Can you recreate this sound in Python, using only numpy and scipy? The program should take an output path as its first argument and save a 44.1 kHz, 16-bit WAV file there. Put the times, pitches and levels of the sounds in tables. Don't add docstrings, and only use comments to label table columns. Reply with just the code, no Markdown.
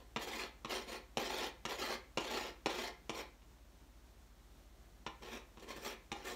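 import sys
import numpy as np
from scipy import signal
from scipy.fft import rfft, irfft
from scipy.io import wavfile

SR = 44100
rng = np.random.default_rng(int(sys.argv[2]) if len(sys.argv) > 2 else 0)


def linear_from_db(decibels):
    return 10 ** (np.asarray(decibels, float) / 20)


def persist_wave(psi):
    counts = np.round(np.clip(psi, -1, 1) * 32767).astype(np.int16)
    wavfile.write(sys.argv[1], SR, np.atleast_2d(counts).T)


N = 280035


def at_hz(points, hz):
    table_hz, values = np.array(points).T
    return np.interp(np.log(hz + 1), np.log(table_hz), values)


def bumps(modes, hz):
    return sum(db / (1 + (2 * (hz - centre_hz) / width_hz) ** 2) for centre_hz, width_hz, db in modes)


def coloured(x, db_at):
    size = 8192
    hz = np.arange(size // 2 + 1) * SR / size
    cepstrum = irfft(db_at(hz) * np.log(10) / 20)
    cepstrum[1:size // 2] *= 2
    cepstrum[size // 2 + 1:] = 0
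    response = irfft(np.exp(rfft(cepstrum)))
    return signal.fftconvolve(x, response)[:N]


def band(x, low_hz, high_hz):
    return signal.sosfilt(signal.butter(2, [low_hz, high_hz], "band", fs=SR, output="sos"), x)


def band_one(x, low_hz, high_hz):
    return x / np.std(band(x, low_hz, high_hz))


def drift(rate):
    step, warm_up = 40, 2000
    r = np.exp(-2 * np.pi * rate * step / SR)
    noise = rng.standard_normal(N // step + 2 + warm_up)
    slow = signal.lfilter([1], [1, -2 * r, r * r], noise)[warm_up:]
    return np.interp(np.arange(N) / step, np.arange(len(slow)), slow / np.std(slow))


def resonance(x, hz, width_hz):
    r = np.exp(-np.pi * width_hz / SR)
    push = np.array([1, 0, -1]) * (1 - r * r) / 2
    return signal.lfilter(push, [1, -2 * r * np.cos(2 * np.pi * hz / SR), r * r], x)


# (frequency [Hz], level [dB per Hz])
SLAB_COLOUR = [(100, -25), (200, -11.5), (450, -1.5), (700, -0.5), (1100, -4.5), (2000, -4.5), (4000, -4.5),
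               (5500, -8.5), (7300, -20), (8300, -28), (10000, -29), (12500, -29), (14000, -23.5),
               (16000, -40)]
# (frequency [Hz], width [Hz], boost [dB])
TABLE_MODES = [(222.7, 13.3, 5), (365, 46, 5.5), (530, 38, 4), (804, 36, 7.5), (1010, 167, 6.5),
               (1280, 270, 3.5), (1517, 80, -11)]
# (frequency [Hz], width [Hz], first grip level [dB], second grip level [dB])
SHANK_MODES = [(1764, 123, -2, 4.5), (2073, 163, 3, 1.5), (2410, 225, 0, 3.5), (3136, 86, 3.5, -2.5),
               (4300, 254, -1.5, -11), (4950, 69, 2, -6), (5560, 110, -2.5, 0), (5800, 77, -17, -7),
               (6805, 87, 1, -3)]
# (frequency [Hz], width [Hz], first grip level [dB], second grip level [dB])
TOOTH_MODES = [(10400, 100, 3, 4), (13160, 80, 16, 6), (13850, 220, 6, 5), (15600, 150, -1, -2)]
# (frequency [Hz], width [Hz], first grip level [dB], second grip level [dB])
FREE_STEEL_MODES = [(8730, 66, -22.5, -23), (11150, 90, -29, -31.5)]


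def drag():
    level, hiss_db, rumble_db, ring_db = hand()
    level = level * linear_from_db(2.0 * drift(50))

    def colour(hz):
        return at_hz(SLAB_COLOUR, hz) + bumps(TABLE_MODES, hz)

    rasp = band_one(coloured(slips(per_s=6000, spread_db=3.6), colour), 717, 3680)
    rumble = band(rasp, 150, 505) * linear_from_db(rumble_db + 5.5)
    patches = mottled(rasp, patchy_db=1.7)
    middle = sum(patches[:12])
    hiss = band_one(sum(patches[12:]), 11500, 15500) * linear_from_db(hiss_db - 6)
    rubbing = level * slips(per_s=7000, spread_db=3.0)
    shank = steel(rubbing * linear_from_db(-1.43), SHANK_MODES)
    free_ring = steel(rubbing * linear_from_db(ring_db + 41), FREE_STEEL_MODES)
    whistle = steel(rubbing * linear_from_db(hiss_db), TOOTH_MODES)
    return level * (rumble + linear_from_db(-0.5) * middle + hiss) + shank + free_ring + whistle


# (time of full pressure [s], length [s],
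# slab and table level [dB], steel hiss relative level [dB], light-grip ring relative level [dB])
PUSHES = [(0.0, 0.0072, -58.5, -24, -35), (0.208, 0.038, -45, -18, -19), (0.276, 0.12, -44, -20.5, -31),
          (0.389, 0.068, -45.5, -24, -28), (0.705, 0.074, -40, -22, -26), (0.793, 0.031, -50.5, -21, -16),
          (0.887, 0.075, -46.5, -25, -21.5), (1.198, .11, -43, -21, -27), (1.325, 0.14, -40, -25, -24),
          (1.696, 0.05, -44, -22, -29), (1.789, 0.15, -41, -22.5, -26), (2.206, 0.098, -45.5, -26, -30),
          (2.307, 0.082, -41.5, -23, -38), (2.409, 0.073, -45, -25, -36), (2.698, .18, -43.5, -24, -28),
          (3.147, 0.063, -46, -22, -29), (5.234, 0.049, -50.5, -21, -30), (5.311, 0.056, -50, -22, -20.5),
          (5.627, 0.01, -57.5, -18, -26), (5.692, 0.031, -45.5, -21, -29), (5.758, .08, -54, -16, -19),
          (5.853, 0.057, -43.5, -17, -27), (6.154, 0.07, -55, -24, -25), (6.256, 0.07, -47, -15, -28)]


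def hand():
    bite, sag, lift = 800, 1, 484
    hiss_clog, grip_ease = 20, 40
    firm_db, rumble_db, rumble_lag = -45, -3.5, 0.34
    t = np.arange(0, N + 64, 32) / SR
    s, length, db, hiss_db, ring_db = np.transpose(PUSHES)[:, :, None]
    age = t - s
    along = np.clip(age, 0, length) - length / 2
    coming_db = bite * np.maximum(-age, 0)
    going_db = lift * np.maximum(age - length, 0)
    pressure_db = db - coming_db - sag * along - going_db
    power = linear_from_db(np.maximum(2 * pressure_db, -400)) + 1e-30
    level_db = 10 * np.log10(power.sum(axis=0))
    share = power / power.sum(axis=0)
    hiss = (share * (hiss_db - hiss_clog * along)).sum(axis=0)
    ring = (share * (ring_db + grip_ease * along)).sum(axis=0)
    rumble = rumble_db + rumble_lag * np.clip(firm_db - level_db, -10, 20)
    controls = (linear_from_db(level_db), hiss, rumble, ring)
    return [np.interp(np.arange(N) / SR, t, control) for control in controls]


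def slips(per_s, spread_db):
    strength_db = spread_db * np.minimum(rng.exponential(1, N), 5)
    sizes = linear_from_db(strength_db) * rng.choice([-1, 1], N)
    clicks = sizes * (rng.random(N) < per_s / SR)
    return clicks / np.std(clicks)


def mottled(x, patchy_db):
    edges_hz = 600 * 2 ** np.arange(0, 4.9, .3)
    return [band(x, low, high) * linear_from_db(patchy_db * drift(18.7)) for low, high in zip(edges_hz, edges_hz[1:])]


def steel(force, modes):
    grip_change_s = 4.0
    second = np.arange(N) / SR > grip_change_s
    ringing = 0
    for hz, width_hz, early_db, late_db in modes:
        grip_db = np.where(second, late_db, early_db) + 4.5 * drift(13.3)
        ringing = ringing + resonance(force * linear_from_db(grip_db), hz, width_hz)
    return ringing


# (time [s], peak level [dB], brightness relative level [dB], thud relative level [dB])
LANDINGS = [(0.161, -26.5, -19, -13), (0.647, -34.5, -16, -11), (1.171, -24.5, -14, -14),
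            (1.652, -28.5, -12, -15), (2.173, -24.5, -14.5, -14.5), (2.659, -23, -16, -18),
            (3.094, -30.5, -13.5, -12), (3.419, -60, -20, -16), (5.064, -32.5, -29, -13),
            (5.223, -46.5, -12, -10), (5.572, -49.5, -21, -5.5), (5.596, -54, -4, -18),
            (5.633, -51.5, -13, -8), (5.774, -48, -16, -4), (6.117, -30, -15.5, -14)]
# (frequency [Hz], level [dB per Hz])
KNOCK_COLOUR = [(100, -32), (300, 2.5), (1000, -0.5), (1600, -6), (2600, -3), (4000, -6.5), (4800, -12.5),
                (5600, -11.5), (7500, -17), (8400, -24), (10000, -30), (16000, -40)]
# (frequency [Hz], width [Hz], boost [dB])
BLOW_MODES = [(2600, 700, 3), (5600, 500, 7), (7200, 900, 3)]
# (frequency [Hz], width [Hz], level [dB])
THUD_MODES = [(193.3, 54, 0.5), (321, 19, 3.5), (451, 35, -3)]


def landings():
    body, bright, thud = np.zeros((3, N))
    age = np.arange(round(.03 * SR)) / SR
    touch = (1 - np.exp(-age / 0.00041)) * np.exp(-age / 0.005)
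    rebound = .5 * (age > .009) * np.exp(-np.abs(age - .009) / .003)
    shape = touch + rebound
    for s, db, bright_db, thud_db in LANDINGS:
        teeth = linear_from_db(db) * shape * np.tanh(rng.standard_normal(len(age)))
        start = round(s * SR)
        at = slice(start, start + len(age))
        body[at] = teeth
        bright[at] = teeth * linear_from_db(bright_db + 13.5)
        thud[at] = linear_from_db(db + thud_db) * shape
    force = band(body, 297, 22000) + band(bright - body, 3550, 22000)

    def colour(hz):
        return at_hz(KNOCK_COLOUR, hz) + 1.03 * bumps(TABLE_MODES, hz) + bumps(BLOW_MODES, hz) + 10

    knock = coloured(force, colour)
    boom = sum(linear_from_db(db + 21.0) * resonance(thud, hz, width_hz) for hz, width_hz, db in THUD_MODES)
    return knock + band(boom, 203, 1800) + linear_from_db(20) * steel(bright, FREE_STEEL_MODES)


# (frequency [Hz], time to fall by 60 dB [s])
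ROOM_DECAY = [(150, 0.3), (500, 0.28), (2000, 0.38), (6000, 0.19), (14000, 0.099)]


def workshop(x, wet_db):
    age = np.arange(round(.6 * SR)) / SR
    edges_hz = 80 * 2. ** np.arange(9)
    tail = 0
    for low, high in zip(edges_hz, edges_hz[1:]):
        echoes = band(rng.standard_normal(len(age)), low, min(high, .45 * SR))
        tail = tail + echoes * linear_from_db(-60 * age / at_hz(ROOM_DECAY, np.sqrt(low * high)))
    tail = tail * np.clip((age - .004) / 0.0037, 0, 1)
    tail = tail / np.sqrt(np.sum(tail ** 2))
    return x + linear_from_db(wet_db) * signal.fftconvolve(x, tail)[:N]


# (frequency [Hz], level [dB per Hz])
AIR_COLOUR = [(18, -30), (30, -12), (59, -8.5), (77, -8.5), (112, -13.5), (336, -15.5), (499, -23),
              (569, -20), (2680, -31), (4300, -30.5), (4780, -30.5), (6550, -33.5), (10500, -40),
              (14800, -38), (16000, -45)]
# (frequency [Hz], rms level [dB], phase [rad])
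MOTORS = [(44.72, -64.8, -1.95), (59.1, -64.5, -2.5)]


def room_tone():
    air = coloured(rng.standard_normal(N), lambda hz: at_hz(AIR_COLOUR, hz))
    air = band_one(air, 92, 15500)
    air = signal.sosfilt(signal.butter(6, 42, "high", fs=SR, output="sos"), air)
    t = np.arange(N) / SR
    hum = 0
    for hz, db, phase in MOTORS:
        strength = np.sqrt(2) * linear_from_db(db + .5 * drift(0.98))
        hum = hum + strength * np.cos(2 * np.pi * hz * t + phase + .08 * drift(0.45))
    return linear_from_db(-66 + 0.53 * drift(3.3)) * air + hum


def scene():
    tool = linear_from_db(1.5) * drag() + landings()
    return (workshop(tool, wet_db=-9) + room_tone())[None]


def top_cut(x):
    return signal.sosfilt(signal.butter(12, 16480, fs=SR, output="sos"), x)


# (frequency [Hz], width [Hz], level [dB])
PORT_DIPS = [(4806, 710, -4), (10160, 560, -2)]


def record(dry):
    mix = coloured(dry[0], lambda hz: bumps(PORT_DIPS, hz))[None]
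    mix = signal.sosfilt(signal.ellip(10, .3, 45, 15740, fs=SR, output="sos"), mix)
    return top_cut(mix)


dry = scene()
out = record(dry)
persist_wave(out)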